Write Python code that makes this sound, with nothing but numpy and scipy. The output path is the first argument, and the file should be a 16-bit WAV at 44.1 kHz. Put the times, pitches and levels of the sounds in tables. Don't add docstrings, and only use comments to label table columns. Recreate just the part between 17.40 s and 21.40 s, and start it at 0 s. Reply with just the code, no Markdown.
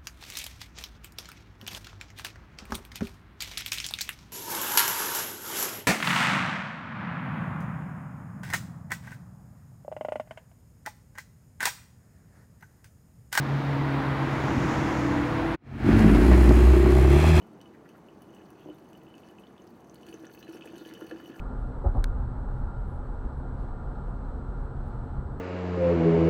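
import sys
import numpy as np
from scipy import signal
from scipy.fft import rfft, irfft
from scipy.io import wavfile

SR = 44100
rng = np.random.default_rng(int(sys.argv[2]) if len(sys.argv) > 2 else 0)


def dump_mix(stems):
    frames = np.atleast_2d(stems).T
    limited = np.clip(frames, -1, 1)
    pcm = np.round(limited * 32767).astype(np.int16)
    wavfile.write(sys.argv[1], SR, pcm)


N = 176400
TIME = np.arange(N) / SR

# t/s, level/dB
STREAM_FLOW = [(0, -18), (.7, -20.5), (1.0, -11), (1.4, -18), (1.8, -10), (2.35, -22), (2.58, -14.5),
               (2.7, -3.5), (2.95, -14.5), (3.14, -1.5), (3.3, -3.5), (3.5, -1), (3.75, -2.5), (4, -3)]


def undb(db):
    return 10 ** (np.asarray(db) / 20)


def level(x, db):
    return x * undb(db) / np.sqrt(np.mean(x ** 2))


def unit_energy(x):
    return x / np.sqrt(np.sum(x ** 2))


def fade(t, t60):
    return np.exp(-np.log(1000) * t / t60)


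def curve(points):
    return undb(np.interp(TIME, *np.array(points).T))


def wander(per_s):
    return 1.2 * np.interp(TIME * per_s, np.arange(1000), rng.standard_normal(1000))


def filtered(x, kind, hz, order=2):
    return signal.sosfilt(signal.butter(order, hz, kind, fs=SR, output="sos"), x)


def colour(x, points):
    hz, db = np.array(points).T
    log_hz = np.log(np.fft.rfftfreq(N, 1 / SR) + 1)
    return irfft(rfft(x) * undb(np.interp(log_hz, np.log(hz), db)), N)


def add(out, start, sound, db):
    i = int(np.clip(start * SR, 0, N - 1))
    out[i:i + len(sound)] += (sound * undb(db) / np.abs(sound).max())[:N - i]


def burst(decay_s):
    t = TIME[:SR // 20]
    return rng.standard_normal(len(t)) * np.exp(-t / decay_s)


def room_tone():
    # f/Hz, level/dB
    spectrum = [(20, -41), (40, -21), (65, -11.5), (110, -10), (145, -2.5), (161, -6.5), (185, -1),
                (225, -0.5), (255, -4.5), (310, 0), (400, -4.5), (540, -10.5), (760, -11), (1100, -15.5),
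                (1600, -23.5), (2200, -28.5), (3500, -38), (6000, -41), (9000, -44.5), (15500, -51)]
    return level(colour(rng.standard_normal(N), spectrum), -52.5)


def bubble(hz, cycles, rise):
    age = np.arange(int(cycles * SR / hz) + 2) * hz / SR / cycles
    return np.sin(2 * np.pi * cycles * age * (1 + rise * age / 2)) * fade(age, 1)


def swarm(per_s, low_hz, high_hz, cycles, rise, spread_db, tilt_db):
    out = np.zeros(N)
    for when, pitch, size, life in rng.random((4000, 4))[:int(per_s * N / SR)]:
        hz = low_hz * (high_hz / low_hz) ** pitch
        db = spread_db * min(-np.log(size), np.pi) + tilt_db * np.log2(hz / low_hz)
        add(out, when * N / SR, bubble(hz, cycles * (.5 + life), rise), db)
    return out


def in_bottle(x):
    # f/Hz, width/Hz, level/dB over the direct sound
    air_modes = [(330, 21.3, 19.5), (480, 75, 14.5), (1451, 39, 13.5), (1713, 100, 14), (2620, 83, 15.5),
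                 (2946, 143, 18.5), (3165, 10, -13), (3720, 40, 1), (4420, 55, 16), (5770, 100, 10),
                 (6150, 118, 15)]
    t = TIME[:SR // 6]
    direct = signal.unit_impulse(len(t))
    ring = np.zeros(len(t))
    for hz, width, db in air_modes:
        envelope = undb(db) * 2 * np.pi * width / SR * np.exp(-np.pi * width * t)
        ring += envelope * np.cos(2 * np.pi * hz * t)
    shimmer = filtered(rng.standard_normal(len(t)) * fade(t, t60=0.039), "high", hz=3500)
    return signal.fftconvolve(x, direct + ring + unit_energy(shimmer))[:N]


def stream():
    trickle = swarm(per_s=520, low_hz=765, high_hz=6500, cycles=12.3, rise=0.11,
                    spread_db=3.5, tilt_db=-2)
    burble = swarm(per_s=160, low_hz=206, high_hz=805, cycles=4.9, rise=0.29,
                   spread_db=0, tilt_db=-8.5)
    flow = curve(STREAM_FLOW)
    return level(in_bottle(trickle * flow), -64) + level(in_bottle(burble * flow), -59.5)


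def hollow_hum():
    hz = 328 * (1 + 0.01208 * wander(per_s=40))
    tone = np.sin(2 * np.pi * np.cumsum(hz) / SR)
    swell = curve(STREAM_FLOW) ** 0.69
    flutter = undb(wander(per_s=30))
    return level(tone * swell * flutter, -60)


def froth():
    pops = swarm(per_s=250, low_hz=3500, high_hz=16600, cycles=20, rise=0.076,
                 spread_db=5, tilt_db=4.5)
    fizz = filtered(rng.standard_normal(N), "high", hz=3500)
    return level(pops, 0) + level(fizz, -16)


def spray(spots=5):
    # t/s, level/dB
    swell = [(0, -11.5), (.8, -12.5), (1.05, -7), (1.4, -7.5), (1.7, -11), (2.0, -8), (2.38, -12),
             (2.58, -4), (2.7, 1.5), (2.87, -5), (2.97, 1), (3.06, -2.5), (3.14, 5), (3.2, -0.5), (3.42, 1),
             (3.55, -3), (3.75, -3), (4, -4.5)]
    # f/Hz, level/dB
    shaping = [(2500, -12), (4400, 2.5), (5200, -1.5), (6200, 0), (7500, -4.5), (9500, -0.5), (12300, 2),
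               (14000, 2), (15500, 1.5)]
    surge_db = 3.5 * np.clip(wander(per_s=46), -2, 2)
    strength = curve(swell) * undb(surge_db)
    wet = sum(in_bottle(froth() * strength) for _ in range(spots))
    return level(colour(wet, shaping), -71.5)


def drips():
    # t/s, relative level/dB, f/Hz
    drops = [(.018, -51.5, 2940), (0.205, -51.5, 3030), (0.258, -49.5, 2900), (0.49, -52, 2600),
             (0.501, -54, 3000), (.686, -48, 2800), (.894, -58, 2940), (0.938, -54, 2950),
             (0.966, -49.5, 2780), (.985, -55, 2480), (1.017, -56, 2870), (1.285, -55, 2900),
             (1.3, -47.5, 2930), (1.551, -50.5, 2920), (1.667, -53, 2700), (1.679, -57, 2950),
             (1.71, -61, 2980), (1.762, -57, 2690), (1.741, -46.5, 2800), (1.783, -53, 2620),
             (1.835, -51, 2620), (1.875, -59, 2680), (1.897, -54.5, 2900), (1.985, -46.5, 2610),
             (2.021, -59, 3300), (2.037, -49.5, 2990), (2.07, -49.5, 3500), (2.165, -57, 2640),
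             (2.18, -49.5, 3360), (2.197, -56, 2860), (2.22, -53.5, 6300), (2.275, -49.5, 5160),
             (2.497, -47.5, 6150), (2.557, -47, 4200), (2.687, -47, 4670), (2.728, -41.5, 2800),
             (2.741, -43.5, 6150), (2.868, -46, 5900), (2.976, -48, 2620), (3.211, -43, 3200),
             (3.222, -39.5, 2600), (3.451, -42, 3220), (3.489, -43.5, 3860), (3.858, -43.5, 2930),
             (3.995, -34, 2350)]
    out = np.zeros(N)
    for start, db, hz in drops:
        add(out, start, in_bottle(bubble(hz, cycles=24.4, rise=0.036)), db - 0.5)
    return out


def ticks():
    # t/s, relative level/dB, treble gain/dB
    droplets = [(0.214, -47.5, -8), (0.491, -52.5, 1), (0.82, -53, 8), (0.948, -53, 5), (1.104, -51, 16),
                (1.196, -57, -4), (1.385, -56, -9), (1.531, -50, -8), (1.575, -56, 19), (1.634, -59, 9),
                (1.753, -55, -13), (1.781, -50, -19), (1.797, -74, -3), (1.887, -53, -6), (2.269, -53, 6),
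                (2.406, -57, 3), (2.445, -56, -6), (2.544, -48, 7), (2.623, -56, 12), (2.667, -48, 0),
                (2.853, -49, -7), (3.094, -55, -17), (3.256, -47, -12), (3.381, -42.5, 8), (3.493, -51, 11),
                (3.538, -40, 8), (3.667, -48, 15), (3.877, -50.5, 7), (3.963, -58, -15)]
    out = np.zeros(N)
    for start, db, treble_db in droplets:
        tick = burst(decay_s=0.00095)
        dull = filtered(tick, "low", hz=7500, order=1)
        add(out, start, in_bottle(dull + undb(treble_db) * (tick - dull)), db + 3.5)
    return out


def squirts(width_hz=720):
    # t/s, length/s, relative level/dB, first f/Hz, last f/Hz
    hisses = [(0.333, 0.031, -50, 1853, 1720), (0.455, 0.015, -47, 1470, 1790),
              (0.544, 0.025, -50, 1413, 1340), (1.166, 0.093, -55, 2700, 3100),
              (1.305, 0.036, -52.5, 1086, 1560), (1.308, .06, -64.5, 3500, 3600),
              (3.12, 0.034, -51.5, 5440, 5540), (3.372, 0.06, -51, 4180, 3670),
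              (3.474, 0.046, -50, 2466, 1880), (3.782, 0.02, -60, 4930, 4900)]
    out = np.zeros(N)
    for start, length, db, first_hz, last_hz in hisses:
        t = TIME[:int(length * SR)]
        grain = filtered(rng.standard_normal(N)[:len(t)], "low", width_hz / 2)
        phase = 2 * np.pi * np.cumsum(np.linspace(first_hz, last_hz, len(t))) / SR
        swell = np.sin(np.pi * t / length) ** .5
        add(out, start, grain * np.sin(phase) * swell, db - 1.5)
    return out


def bumps(contact_s=0.00094):
    # t/s, relative level/dB
    contacts = [(1.259, -36.5), (1.288, -33.5)]
    # f/Hz, level/dB, t60/s
    modes = [(195, -0.5, 0.073), (308, 7.5, 0.2), (357, 8.5, 0.15), (488, 2.5, 0.1), (590, 0, 0.074),
             (780, -9, 0.057), (910, -22, 0.068)]
    out, t = np.zeros(N), TIME[:SR // 2]
    knock = sum(undb(db) * np.cos(2 * np.pi * hz * t) * fade(t, t60) for hz, db, t60 in modes)
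    for start, db in contacts:
        add(out, start, knock * np.minimum(t / contact_s, 1), db + 1.5)
    return out


def splashes():
    # t/s, relative level/dB, f/Hz
    slaps = [(2.632, -46, 2980), (2.666, -49, 2800), (2.686, -43, 2590), (2.846, -40, 1890),
             (2.868, -41.5, 1770), (2.897, -42.5, 1740), (2.916, -48, 2400), (2.949, -45, 2000),
             (3.028, -38, 3200), (3.08, -43, 2210), (3.275, -37.5, 2230), (3.363, -46, 1660),
             (3.476, -43, 1850), (3.512, -37.5, 1660), (3.58, -49, 1780), (3.612, -37, 1200),
             (3.625, -45, 2800), (3.712, -32, 1430), (3.761, -41, 1430), (3.801, -37, 1390),
             (3.918, -50, 2500)]
    out = np.zeros(N)
    for start, db, hz in slaps:
        spatter = undb(-3) * unit_energy(burst(decay_s=0.0027))
        hits = signal.unit_impulse(len(spatter)) + spatter
        splash = np.convolve(bubble(hz, cycles=5.8, rise=0), hits)
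        add(out, start, in_bottle(splash), db - 1.5)
    return out


def gulps(attack_s=0.0024):
    # t/s, relative level/dB, f/Hz
    pockets = [(2.68, -41, 330), (2.74, -33, 368), (2.805, -41, 322), (2.834, -36.5, 328),
               (2.972, -40.5, 334), (3.087, -35.5, 328), (3.147, -33.5, 385), (3.258, -37.5, 424),
               (3.333, -35.5, 328), (3.371, -39, 346), (3.416, -42, 376), (3.461, -37, 407),
               (3.52, -38.5, 340), (3.618, -31.5, 356), (3.643, -32.5, 370), (3.714, -35, 490),
               (3.721, -31, 342), (3.749, -36.5, 335), (3.829, -40.5, 342), (3.896, -33, 253)]
    out = np.zeros(N)
    for start, db, hz in pockets:
        tone = bubble(hz, cycles=12.5, rise=0.086)
        t = TIME[:len(tone)]
        slosh = filtered(rng.standard_normal(SR)[:len(t)], "low", hz=890)
        slosh = level(slosh, -9.5) * fade(t, t60=t[-1])
        gulp = (tone + slosh) * np.minimum(t / attack_s, 1)
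        add(out, start, in_bottle(gulp), db - 1)
    return out


def ting(hz=4056):
    out, t = np.zeros(N), TIME[:SR // 2]
    ring = np.sin(2 * np.pi * hz * t) * fade(t, t60=0.2)
    add(out, start=3.025, sound=ring, db=-59.5)
    return out


def kitchen(x):
    t = TIME[:SR // 2]
    tail = filtered(rng.standard_normal(len(t)) * fade(t, t60=0.14), "high", hz=585)
    return x + undb(-8) * signal.fftconvolve(x, unit_energy(tail))[:N]


def scene():
    room = room_tone()
    pour = stream() + hollow_hum() + spray()
    pour += drips() + gulps() + splashes() + ticks() + squirts() + bumps() + ting()
    pour = filtered(pour, "high", hz=110)
    return (room + kitchen(pour))[None]


def record(dry):
    top_hz = 15850
    return signal.sosfilt(signal.ellip(10, .2, 70, top_hz, fs=SR, output="sos"), dry)


dry = scene()
out = record(dry)
dump_mix(out)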